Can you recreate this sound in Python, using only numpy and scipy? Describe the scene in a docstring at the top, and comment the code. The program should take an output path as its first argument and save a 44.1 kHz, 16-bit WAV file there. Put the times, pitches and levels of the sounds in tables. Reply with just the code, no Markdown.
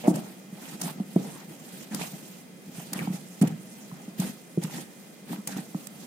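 """A hand kneads soft dough on a floured board, close to the microphone, over steady room hiss and hum.
0-0.7 s: air sputters, the dough flops down (ringing board modes, hollow pops), a pat, fingers sweep flour.
0.8-3 s: pushes with crisp swishes (shaped noise), squelches and judders (stick-slip), a flop at 1.2 s.
3-4.6 s: four more flops, settling in softer bumps, with pops, pats and pushes among them.
4.7-6 s: a strong sweep (patchy noise), a last bright push at 5.5 s, pats and a final sweep."""
import sys
import numpy as np
from scipy import signal
from scipy.fft import rfft, irfft, next_fast_len
from scipy.io import wavfile

SR = 44100
rng = np.random.default_rng(int(sys.argv[2]) if len(sys.argv) > 2 else 0)


def dump(signal):
    """Clip the signal to [-1, 1] and save it as 16-bit WAV at the path in sys.argv[1]."""
    limited = np.clip(np.atleast_2d(signal).T, -1, 1)
    pcm = np.round(limited * 32767).astype(np.int16)
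    wavfile.write(sys.argv[1], SR, pcm)


N = 267246
TIME_S = np.arange(N) / SR

# Levels are those of the dry source, ahead of its filters, echo, bowl and capsules.

# board modes damped by dough; each blow sets the first row's f: f/Hz, level/dB, t60/s
BOARD_MODES = [(177.8, 24, 0.062), (316.4, 1.5, 0.054), (632, -21, 0.2), (760, 5, 0.012),
               (910, -11.5, 0.094)]
# dough flopped down: t/s, peak level/dB, contact/ms, lowest-mode gain/dB (weak = off centre),
# lowest-mode f under load/Hz, settling time/s, settling bump below blow/dB
FLOPS = [(0.0786, -5.5, 0.74, -19.5, 183, .027, 13.5), (1.1599, -11.5, 1.05, 4, 175, 0.036, 19),
         (3.075, -21, 1.06, -6, 176, .026, 1), (3.4386, -12.5, 1.03, 0, 160, 0.029, 12),
         (4.193, -17.5, 2.2, 2, 179, 0.036, 14), (4.5743, -16, 3.1, 9, 168, 0.067, 6)]
# hand pats dough: t/s, peak level/dB, contact/ms, lowest-mode gain/dB, lowest-mode f under load/Hz
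PATS = [(0.153, -24.5, 1.5, 4, 178), (0.5251, -31.5, 2.2, 5, 180), (0.956, -35, 1.1, 27, 189),
        (1.0008, -20.5, 1.2, 2, 194), (2.133, -31, 0.84, 2, 169), (2.78, -31, 5.1, -8, 157),
        (2.9226, -28.5, 0.64, -8, 177), (3.027, -31, 3.4, 0, 193), (3.414, -9, 1.7, 9, 178.3),
        (3.518, -28, 3.6, 4, 168), (3.9206, -31.5, 5.3, 9, 165), (4.0788, -29, 0.9, -6, 190),
        (4.609, -34, 2.5, 6, 165), (4.762, -35, 2.1, -6, 185), (5.314, -27, 1.5, -20, 184),
        (5.331, -31, 1.5, -15, 180), (5.3835, -29.5, 2, 2, 200), (5.586, -26, 1.4, 3, 182),
        (5.7475, -20, 1.1, -6.5, 172)]
# second settling bump: longer gap, weaker the later it comes
SETTLE_GAP_RATIO, SETTLE_FADE_DB_PER_S = 1.45, 153
SETTLE_CONTACT_MS, SETTLE_LOWEST_DB = 2.96, 17

# dough judders over the board: start t/s, length/s, rms level at crest/dB, slip rate/Hz
JUDDERS = [(.828, 0.053, -31, 200), (1.9, 0.15, -35, 190), (2.955, 0.13, -43, 180),
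           (4.22, 0.042, -34.5, 183), (5.485, 0.13, -41.5, 185)]
JUDDER_JITTER_RATIO, JUDDER_ROUGH_DB, JUDDER_CHANGES_PER_S = 0.073, 2.5, 31

# palm flicks over floury dough: t/s, rms level at crest/dB, rise/ms, left-right/dB, gap resonance f/Hz
SWISHES = [(0.069, -38, 11.6, 1, 6940), (0.083, -39.5, 16, 0, 8000), (0.1547, -34.5, 4.3, 1, 7360),
           (0.8128, -27, 4.4, 1, 5900), (0.813, -44, 2.7, 0, 1500), (1.157, -44.5, 2.8, 4, 1600),
           (1.9456, -25.5, 2.3, 3, 5150), (2.9307, -25.5, 3.4, 1, 5200), (3.4118, -34, 5, -4.5, 1400),
           (3.419, -32.5, 5, -3, 2300), (3.4373, -46, 2.6, -3, 1300), (3.4717, -37, 5.2, -3.5, 2480),
           (4.198, -30.5, 3.3, 2, 6200), (4.633, -34.5, 5, -3, 4170), (5.4721, -26, 3.3, 2.5, 8050),
           (5.475, -41, 4.3, 3, 2200), (5.869, -33.5, 2.7, -4, 8000)]
# swish hiss spectrum: f/Hz, relative level/dB per Hz
SWISH_SPECTRUM = [(300, -4), (1000, 5.5), (3500, 3), (6500, 9.5), (9000, 14), (12500, 9), (15000, 4)]
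GAP_DB, GAP_WIDTH_HZ = -7, 870

# air squeezed from under hand or dough: t/s, peak level/dB, f/Hz, t60/s
POPS = [(0.08, -14.5, 337, 0.036), (.0825, -27, 695, 0.047), (.170, -28.5, 600, 0.025),
        (.836, -35, 694, 0.047), (.887, -39, 1310, 0.011), (.9985, -37, 730, 0.035),
        (1.1615, -14.5, 349, 0.026), (1.1625, -23, 703, .012), (1.171, -28.5, 620, 0.012),
        (2.013, -26.5, 800, 0.0099), (2.018, -30, 2340, 0.0073), (2.037, -30, 710, .014),
        (2.991, -24.5, 2300, 0.012), (2.992, -34, 1290, 0.0073), (3.017, -34, 775, .018),
        (3.0738, -25.5, 840, 0.012), (3.426, -28.5, 750, 0.028), (3.4315, -13.5, 266, 0.035),
        (3.4395, -25.5, 666, 0.0056), (3.915, -36.5, 1020, 0.012), (4.221, -29, 760, 0.0078),
        (4.242, -46, 1680, 0.006), (4.575, -16, 330, 0.022), (4.698, -37, 807, 0.013),
        (4.743, -38, 830, 0.012), (4.782, -30.5, 1830, 0.0082), (5.331, -27.5, 910, 0.011),
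        (5.58, -37, 800, 0.016), (5.746, -27, 805, 0.0034)]
# run of growing pops ahead of the first flop
SPUTTER_START_S, SPUTTER_GAP_S, SPUTTER_DB = .0395, .0083, -26
SPUTTER_GROWTH_DB, SPUTTER_HZ, SPUTTER_T60_S = 1.7, 577, 0.0076
# pops come from the right, late on the left
POP_LAG_MS, POP_PAN_DB = 0.27, -0.5

# heel of hand pushes: full-grip t/s, grip time/s, length/s, brushing level/dB,
# dragging level/dB (before DRAG_LIFT_DB), crackle level/dB
PUSHES = [(0.049, 0.014, 0.033, -53.5, -39.5, -52), (0.149, .018, 0.041, -46, -44, -51),
          (0.827, 0.043, 0.063, -40.5, -41.5, -50), (1.26, 0.16, 0.16, -49.5, -47.5, -58),
          (1.946, 0.05, 0.065, -46, -43.5, -53), (2.011, 0.026, 0.024, -37, -43, -40),
          (2.068, 0.022, 0.35, -46, -50.5, -64), (2.988, 0.083, 0.06, -44.5, -43, -46.5),
          (3.137, 0.03, 0.02, -48.5, -49, -67), (3.416, 0.0061, 0.058, -72, -40.5, -48),
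          (4.205, 0.032, 0.081, -40, -42.5, -48), (4.629, 0.016, 0.009, -44.5, -45.5, -47.5),
          (5.482, 0.015, 0.047, -44, -43, -62), (5.575, 0.023, 0.0086, -45.5, -43, -49)]
# a push slows as the dough resists, then lets go
SAG_DB_PER_S, LET_GO_S = 27, 0.033
# fingers gather dough: greatest-speed t/s, swell time/s, brushing level/dB,
# dragging level/dB (before DRAG_LIFT_DB)
SWEEPS = [(.01, .05, -47.5, -49), (.275, 0.072, -53.5, -51.5), (.66, 0.13, -49, -50.5),
          (.735, 0.13, -48, -50), (.985, 0.036, -60, -52.5), (1.515, 0.059, -58, -54),
          (1.817, 0.24, -47, -52.5), (2.809, 0.11, -46, -49.5), (4.09, 0.43, -61, -56),
          (4.778, 0.084, -41.5, -44.5), (5.322, 0.052, -45, -45), (5.82, 0.11, -50, -63),
          (6.04, 0.14, -51, -54.5)]
SWEEP_STOP_S = 0.06
# the hand never quite leaves the dough
TOUCH_BRUSH_DB, TOUCH_DRAG_DB, TOUCH_WANDER_DB = -57, -64, 3.5
# floured dough hardly sticks: crackle of sweep and touch relative to unlifted dragging
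SWEEP_TACK_DB = -7.5
DRAG_LIFT_DB = 6.0
# brushing spectrum: f/Hz, relative level/dB per Hz
BRUSH_SPECTRUM = [(1000, -60), (2500, 2), (4200, 0.5), (7000, 2), (9000, 3.5), (12000, -0.5), (15000, 1.5),
                  (16000, -56)]
# dragging spectrum: f/Hz, relative level/dB per Hz
DRAG_SPECTRUM = [(60, -50), (100, -45), (140, 22.5), (190, 26), (300, 19.5), (460, 8.5), (600, 7),
                 (790, 13.5), (1100, 0.5), (1900, 3), (3000, -4), (5000, -6), (10000, -44)]
SNAPS_PER_S, SNAP_SPREAD_DB, SNAP_CYCLES = 2200, 3.0, 16

# fold opens or closes: t/s, length/s, rms level/dB (then swelled to a crest), start f/Hz, end f/Hz
SQUELCHES = [(0.034, .05, -49, 2030, 1790), (0.851, 0.068, -41.5, 705, 850), (1.31, 0.13, -54.5, 980, 1050),
             (1.909, 0.044, -48, 2050, 1340), (2.966, 0.079, -45, 3130, 1100),
             (3.118, 0.037, -55, 1990, 2040), (4.235, 0.058, -61, 2280, 1220),
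             (4.723, 0.045, -50.5, 2000, 1690), (5.485, 0.075, -50.5, 2300, 1350),
             (5.558, 0.034, -47, 1200, 1800)]
SLIPS_PER_S, SLIP_SPREAD_RATIO, FOLD_WIDTH_HZ = 700, 0.64, 270

# bowl resonances: f/Hz, level relative to driving sound/dB, width/Hz
BOWL_MODES = [(529, -5.5, 14), (625.5, -2, 6.1), (1273, -5.5, 24), (1860, -2.5, 15), (2423, -6.5, 13),
              (2670, -26, 12), (3980, -5, 23), (6570, -5.5, 60), (7500, -9, 52)]
# room hiss and hum spectrum: f/Hz, relative level/dB per Hz
AMBIENCE_SPECTRUM = [(30, -49), (80, -41), (130, -10.5), (185, 4), (290, -6.5), (520, -11), (1000, -23),
                     (2000, -21.5), (3200, -26.5), (4300, -28.5), (8700, -29.5), (12500, -31),
                     (15500, -34.5)]
AMBIENCE_DB = -48
# faint appliance whine: f/Hz, rms level/dB
WHINE = [(2050, -69.5), (2440, -73.5), (3221, -73.5), (4978, -77), (8769, -79), (13566, -80)]
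# left-right likeness of noise: f/Hz, correlation/1
LIKENESS = [(60, 0.11), (140, 1), (290, 0.63), (640, 0.62), (1400, 0), (3000, 0), (15000, 0)]
# room echo spectrum: f/Hz, relative level/dB per Hz
ECHO_SPECTRUM = [(90, -27), (135, -1), (180, -6.5), (300, -3), (450, 4.5), (630, 4), (850, -1),
                 (1300, 11.5), (4000, -5), (15000, -10.5)]
KITCHEN_T60_S = 0.56
# capsule colour: f/Hz, left-right/dB
BALANCE = [(150, -0.3), (330, 0.5), (750, -1), (1200, 1), (2700, 0.5), (4200, 1), (6400, -4), (9800, -1),
           (14000, 4)]
CUTOFF_HZ = 16000


def thuds():
    """Weight of dough and hand rings the board briefly; each flop settles in two further bumps."""
    blows = list(PATS)
    for s, db, contact_ms, lowest_db, hz, settle_s, softer_db in FLOPS:
        gap_s = settle_s * SETTLE_GAP_RATIO
        bump_s, bump_db = s + settle_s, db - softer_db
        last_db = bump_db - SETTLE_FADE_DB_PER_S * gap_s
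        blows.append((s, db, contact_ms, lowest_db, hz))
        blows.append((bump_s, bump_db, SETTLE_CONTACT_MS, SETTLE_LOWEST_DB, hz))
        blows.append((bump_s + gap_s, last_db, SETTLE_CONTACT_MS, SETTLE_LOWEST_DB, hz))
    out = np.zeros((2, N))
    for s, db, contact_ms, lowest_db, hz in blows:
        add(out, s, from_db(db) * strike(contact_ms, lowest_db, hz, low_cut_hz=86.8, low_cut_db=42))
    return out


def strike(contact_ms, lowest_db, lowest_hz, low_cut_hz, low_cut_db, size=8192):
    """Push on the board, peak 1: longer contact weakens higher modes, load retunes the lowest."""
    contact = TIME_S[:size] / (contact_ms / 1000)
    push = (contact * np.exp(-contact * 2)) ** 2
    out = np.zeros(size)
    for k, (hz, db, t60_s) in enumerate(BOARD_MODES):
        if k == 0:
            hz, db = lowest_hz, db + lowest_db
        # neighbouring modes swing against each other, so the thud builds up roundly
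        gain = (-1) ** k * from_db(db)
        r, w = from_db(-60 / (t60_s * SR)), 2 * np.pi * hz / SR
        out += gain * signal.lfilter([0, np.sin(w)], [1, -2 * r * np.cos(w), r * r], push)
    # a small surface radiates hardly any deep bass
    low_cut = signal.cheby2(4, low_cut_db, low_cut_hz, "high", fs=SR, output="sos")
    out = signal.sosfilt(low_cut, out)
    return out / np.abs(out).max()


def judders():
    """Dragged dough sticks and slips near the lowest mode's pitch: a short unsteady purr."""
    out = np.zeros((2, N))
    for s, length_s, db, hz in JUDDERS:
        progress = np.linspace(0, 1, int(length_s * SR))
        pace, grip = flutter(JUDDER_CHANGES_PER_S)[:2 * len(progress)].reshape(2, -1)
        slip_hz = hz * (1 + JUDDER_JITTER_RATIO * pace)
        swing = np.sqrt(2) * np.sin(2 * np.pi * np.cumsum(slip_hz) / SR)
        level = from_db(db + JUDDER_ROUGH_DB * grip) * np.sin(np.pi * progress)
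        add(out, s, level * swing)
    return high_pass(out, 110)


def swishes(size=4096):
    """Flour friction swells and dies within milliseconds, coloured by the gap under the palm."""
    out = np.zeros((2, N))
    for s, db, rise_ms, pan_db, hz in SWISHES:
        age = TIME_S[:size] * 1000 / rise_ms
        swell = age * np.exp((1 - age ** 2) / 2)  # crest 1 at age 1
        gap = cavity(rng.standard_normal((2, size)), hz, GAP_WIDTH_HZ)
        hiss = rms_one(stereo_noise(SWISH_SPECTRUM, size=size) + from_db(GAP_DB) * gap)
        add(out, s, from_db(db) * pan(pan_db) * swell * hiss)
    return out


def pops(size=4096, count=5):
    """Air pockets open within about a cycle and ring a few more; smaller pockets are higher."""
    out, t = np.zeros((2, N)), TIME_S[:size]
    sputter = [(SPUTTER_START_S + k * SPUTTER_GAP_S, SPUTTER_DB + k * SPUTTER_GROWTH_DB,
                SPUTTER_HZ, SPUTTER_T60_S) for k in range(count)]
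    for s, db, hz, t60_s in POPS + sputter:
        opening = 1 - np.exp(-2 * hz * t)
        pop = np.sin(2 * np.pi * hz * t) * opening * from_db(-60 * t / t60_s)
        add(out, s, from_db(db) * pop / np.abs(pop).max())
    # so small a source radiates no deep bass
    return high_pass(out, 170)


def rubbing():
    """Skin brushes flour with a fine hiss; pressed dough drags unevenly, crackles and squelches."""
    brushing, dragging, sticking = friction()
    brush_level = brushing * from_db(1.3 * flutter(45)) * from_db([[-1.0], [.8]])
    drag_level = dragging * from_db(DRAG_LIFT_DB + 1.15 * flutter(49))
    tack_level = sticking * from_db(2.9 * flutter(45))
    brush = brush_level * patchy_noise(BRUSH_SPECTRUM, patchy_db=2.0, per_s=14.6)
    drag = drag_level * patchy_noise(DRAG_SPECTRUM, patchy_db=3.5, per_s=26.0)
    tack = tack_level * crackle(SNAPS_PER_S, SNAP_SPREAD_DB, SNAP_CYCLES)
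    return brush + drag + tack + squelches()


def friction():
    """Brushing, dragging and sticking levels: pushes, sweeps and resting touch add in power."""
    touch_db = [[TOUCH_BRUSH_DB], [TOUCH_DRAG_DB], [TOUCH_DRAG_DB + SWEEP_TACK_DB]]
    power = from_db(touch_db + TOUCH_WANDER_DB * flutter(2)) ** 2
    for s, grip_s, length_s, brush_db, drag_db, tack_db in PUSHES:
        age_s = TIME_S - s
        grip = np.exp(-np.clip(-age_s / grip_s, 0, 10) ** 2 * 2)
        sag = from_db(-SAG_DB_PER_S * np.clip(age_s, 0, length_s))
        let_go = np.exp(-np.clip(age_s - length_s, 0, 1) / LET_GO_S)
        power += (from_db([[brush_db], [drag_db], [tack_db]]) * grip * sag * let_go) ** 2
    for s, swell_s, brush_db, drag_db in SWEEPS:
        age_s = np.clip(TIME_S - s, -1, 1)
        sweep = 1 / np.cosh(2 * age_s / np.where(age_s < 0, swell_s, SWEEP_STOP_S))
        power += (from_db([[brush_db], [drag_db], [drag_db + SWEEP_TACK_DB]]) * sweep) ** 2
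    return np.sqrt(power)


def patchy_noise(spectrum, patchy_db, per_s, count=9):
    """Noise whose bands swell and fade separately as the contact shifts; rms 1."""
    edges_hz = np.concatenate([[1], np.geomspace(600, 12000, count - 1), [SR]])
    size = next_fast_len(N)
    whole = rfft(stereo_noise(spectrum), size)
    hz = np.fft.rfftfreq(size, 1 / SR)
    out = np.zeros((2, N))
    for low_hz, high_hz in zip(edges_hz, edges_hz[1:]):
        band = irfft(whole * ((hz >= low_hz) & (hz < high_hz)), size)[:, :N]
        out += band * from_db(patchy_db * flutter(per_s))
    return rms_one(out)


def crackle(per_s, size_db, cycles, count=18):
    """Tacky dough lets go in tiny snaps that ring at one of several pitches; rms 1."""
    out = np.zeros((2, N))
    for hz in np.geomspace(720, 3500, count):
        snaps = np.zeros((2, N))
        at = rng.integers(0, N, int(per_s * N / SR / count))
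        spread_db = size_db * np.minimum(rng.exponential(1, len(at)), 3)
        snaps[:, at] = rng.standard_normal((2, len(at))) * from_db(spread_db)
        # 60 dB down after the given cycles
        r, w = from_db(-60 * hz / (cycles * SR)), 2 * np.pi * hz / SR
        ring = signal.lfilter([1 - r, 0, r - 1], [1, -2 * r * np.cos(w), r * r], snaps + 1e-18)
        out += ring / np.sqrt(hz)
    return rms_one(out)


def squelches():
    """Skin peels off dough in quick uneven slips that ring in a fold of changing size."""
    out = np.zeros((2, N))
    for s, length_s, db, start_hz, end_hz in SQUELCHES:
        progress = np.linspace(0, 1, int(length_s * SR))
        slipping = rng.random(len(progress)) < SLIPS_PER_S / SR
        strength = 1 + SLIP_SPREAD_RATIO * rng.standard_normal((2, len(progress)))
        fold_hz = start_hz * (end_hz / start_hz) ** progress
        fold = cavity(slipping * strength, fold_hz, FOLD_WIDTH_HZ)
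        add(out, s, from_db(db) * np.sin(np.pi * progress) * fold)
    return high_pass(out, 500)


def bowl(x):
    """Narrow resonances of the bowl beside the board, driven by the sound around it."""
    out = np.zeros_like(x)
    for hz, db, width_hz in BOWL_MODES:
        b, a = signal.iirpeak(hz, hz / width_hz, fs=SR)
        out += from_db(db) * signal.lfilter(b, a, x)
    return out


def kitchen(x, wet_db, first_s, size=24000):
    """Wall echoes build up after a short gap and die away."""
    t = TIME_S[:size]
    build_up = np.clip(t / first_s - 1, 0, 1)
    tail = stereo_noise(ECHO_SPECTRUM, size=size) * from_db(-60 * t / KITCHEN_T60_S) * build_up
    tail = tail / np.sqrt(np.sum(tail ** 2) / 2)
    return x + from_db(wet_db) * signal.fftconvolve(x, tail, axes=1)[:, :N]


def ambience():
    """Steady noise for the room's hum and hiss, steady sines for the thin whine."""
    out = from_db(AMBIENCE_DB) * stereo_noise(AMBIENCE_SPECTRUM)
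    for hz, db in WHINE:
        out += from_db(db) * np.sqrt(2) * np.sin(2 * np.pi * (hz * TIME_S + rng.random()))
    return out


def cavity(x, hz, width_hz):
    """One resonance, pitch free to move per sample; rms 1."""
    turn = np.exp(2j * np.pi * np.cumsum(hz * np.ones(x.shape[-1])) / SR)
    # shift the pitch to 0 Hz, smooth, shift back
    smooth = signal.lfilter([1], [1, -np.exp(-np.pi * width_hz / SR)], x / turn)
    return rms_one((smooth * turn).real)


def stereo_noise(spectrum, size=N):
    """Coloured noise, left-right correlation by frequency from LIKENESS; rms 1."""
    fft_size = next_fast_len(size)
    hz = np.maximum(np.fft.rfftfreq(fft_size, 1 / SR), 1)
    mid, side = rfft(rng.standard_normal((2, fft_size)))
    alike = np.clip(at_hz(LIKENESS, hz), -1, 1)
    both = np.sqrt(1 + alike) * mid + np.sqrt(1 - alike) * side * [[1], [-1]]
    return rms_one(irfft(both * from_db(at_hz(spectrum, hz)), fft_size)[:, :size])


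def flutter(per_s):
    """Smooth random wobble, rms 1."""
    r = np.exp(-2 * np.pi * per_s / SR)
    wobble = signal.lfilter([1], [1, -2 * r, r * r], rng.standard_normal(N + SR))
    return rms_one(wobble[SR:])  # drop the filter's run-in


def high_pass(x, hz):
    """Second-order low cut."""
    return signal.sosfilt(signal.butter(2, hz, "high", fs=SR, output="sos"), x)


def pan(left_right_db):
    """Left and right gains for a level difference."""
    return from_db(np.array([[left_right_db], [-left_right_db]]) / 2)


def off_centre(x, lag_ms, pan_db):
    """Delay the left side and tip the balance."""
    left = np.interp(TIME_S - lag_ms / 1000, TIME_S, x[0])
    return np.array([left, x[1]]) * pan(pan_db)


def from_db(db):
    """Decibels to gain."""
    return 10 ** (np.asarray(db) / 20)


def rms_one(x):
    """Scale to unit power."""
    return x / np.sqrt(np.mean(x ** 2) + 1e-20)


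def at_hz(points, hz):
    """Read a spectrum on a log-frequency axis."""
    f, value = np.transpose(points)
    return np.interp(np.log(hz), np.log(f), value)


def add(track, s, sound):
    """Mix a sound into the track at time s."""
    start = max(round(s * SR), 0)
    part = sound[..., :N - start]
    track[..., start:start + part.shape[-1]] += part


def scene():
    """Hand, dough, board and bowl in the room."""
    blows = kitchen(thuds() + judders(), wet_db=-8.5, first_s=0.0009)
    flicks = kitchen(swishes(), wet_db=-13.0, first_s=0.0042)
    air = kitchen(off_centre(pops(), POP_LAG_MS, POP_PAN_DB), wet_db=-13.5, first_s=0.00031)
    sound = blows + flicks + air + rubbing() + ambience()
    return (sound + bowl(sound)) * from_db([[-.4], [.4]])


def record(dry):
    """Two capsules differ a little in colour; the top is cut steeply."""
    size = next_fast_len(N + 4096)
    tilt_db = at_hz(BALANCE, np.maximum(np.fft.rfftfreq(size, 1 / SR), 1))
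    colour = from_db(np.array([tilt_db, -tilt_db]) / 2)
    heard = irfft(rfft(dry, size) * colour, size)[:, :N]
    return signal.sosfilt(signal.ellip(10, .2, 80, CUTOFF_HZ, fs=SR, output="sos"), heard)


dry = scene()
out = record(dry)
dump(out)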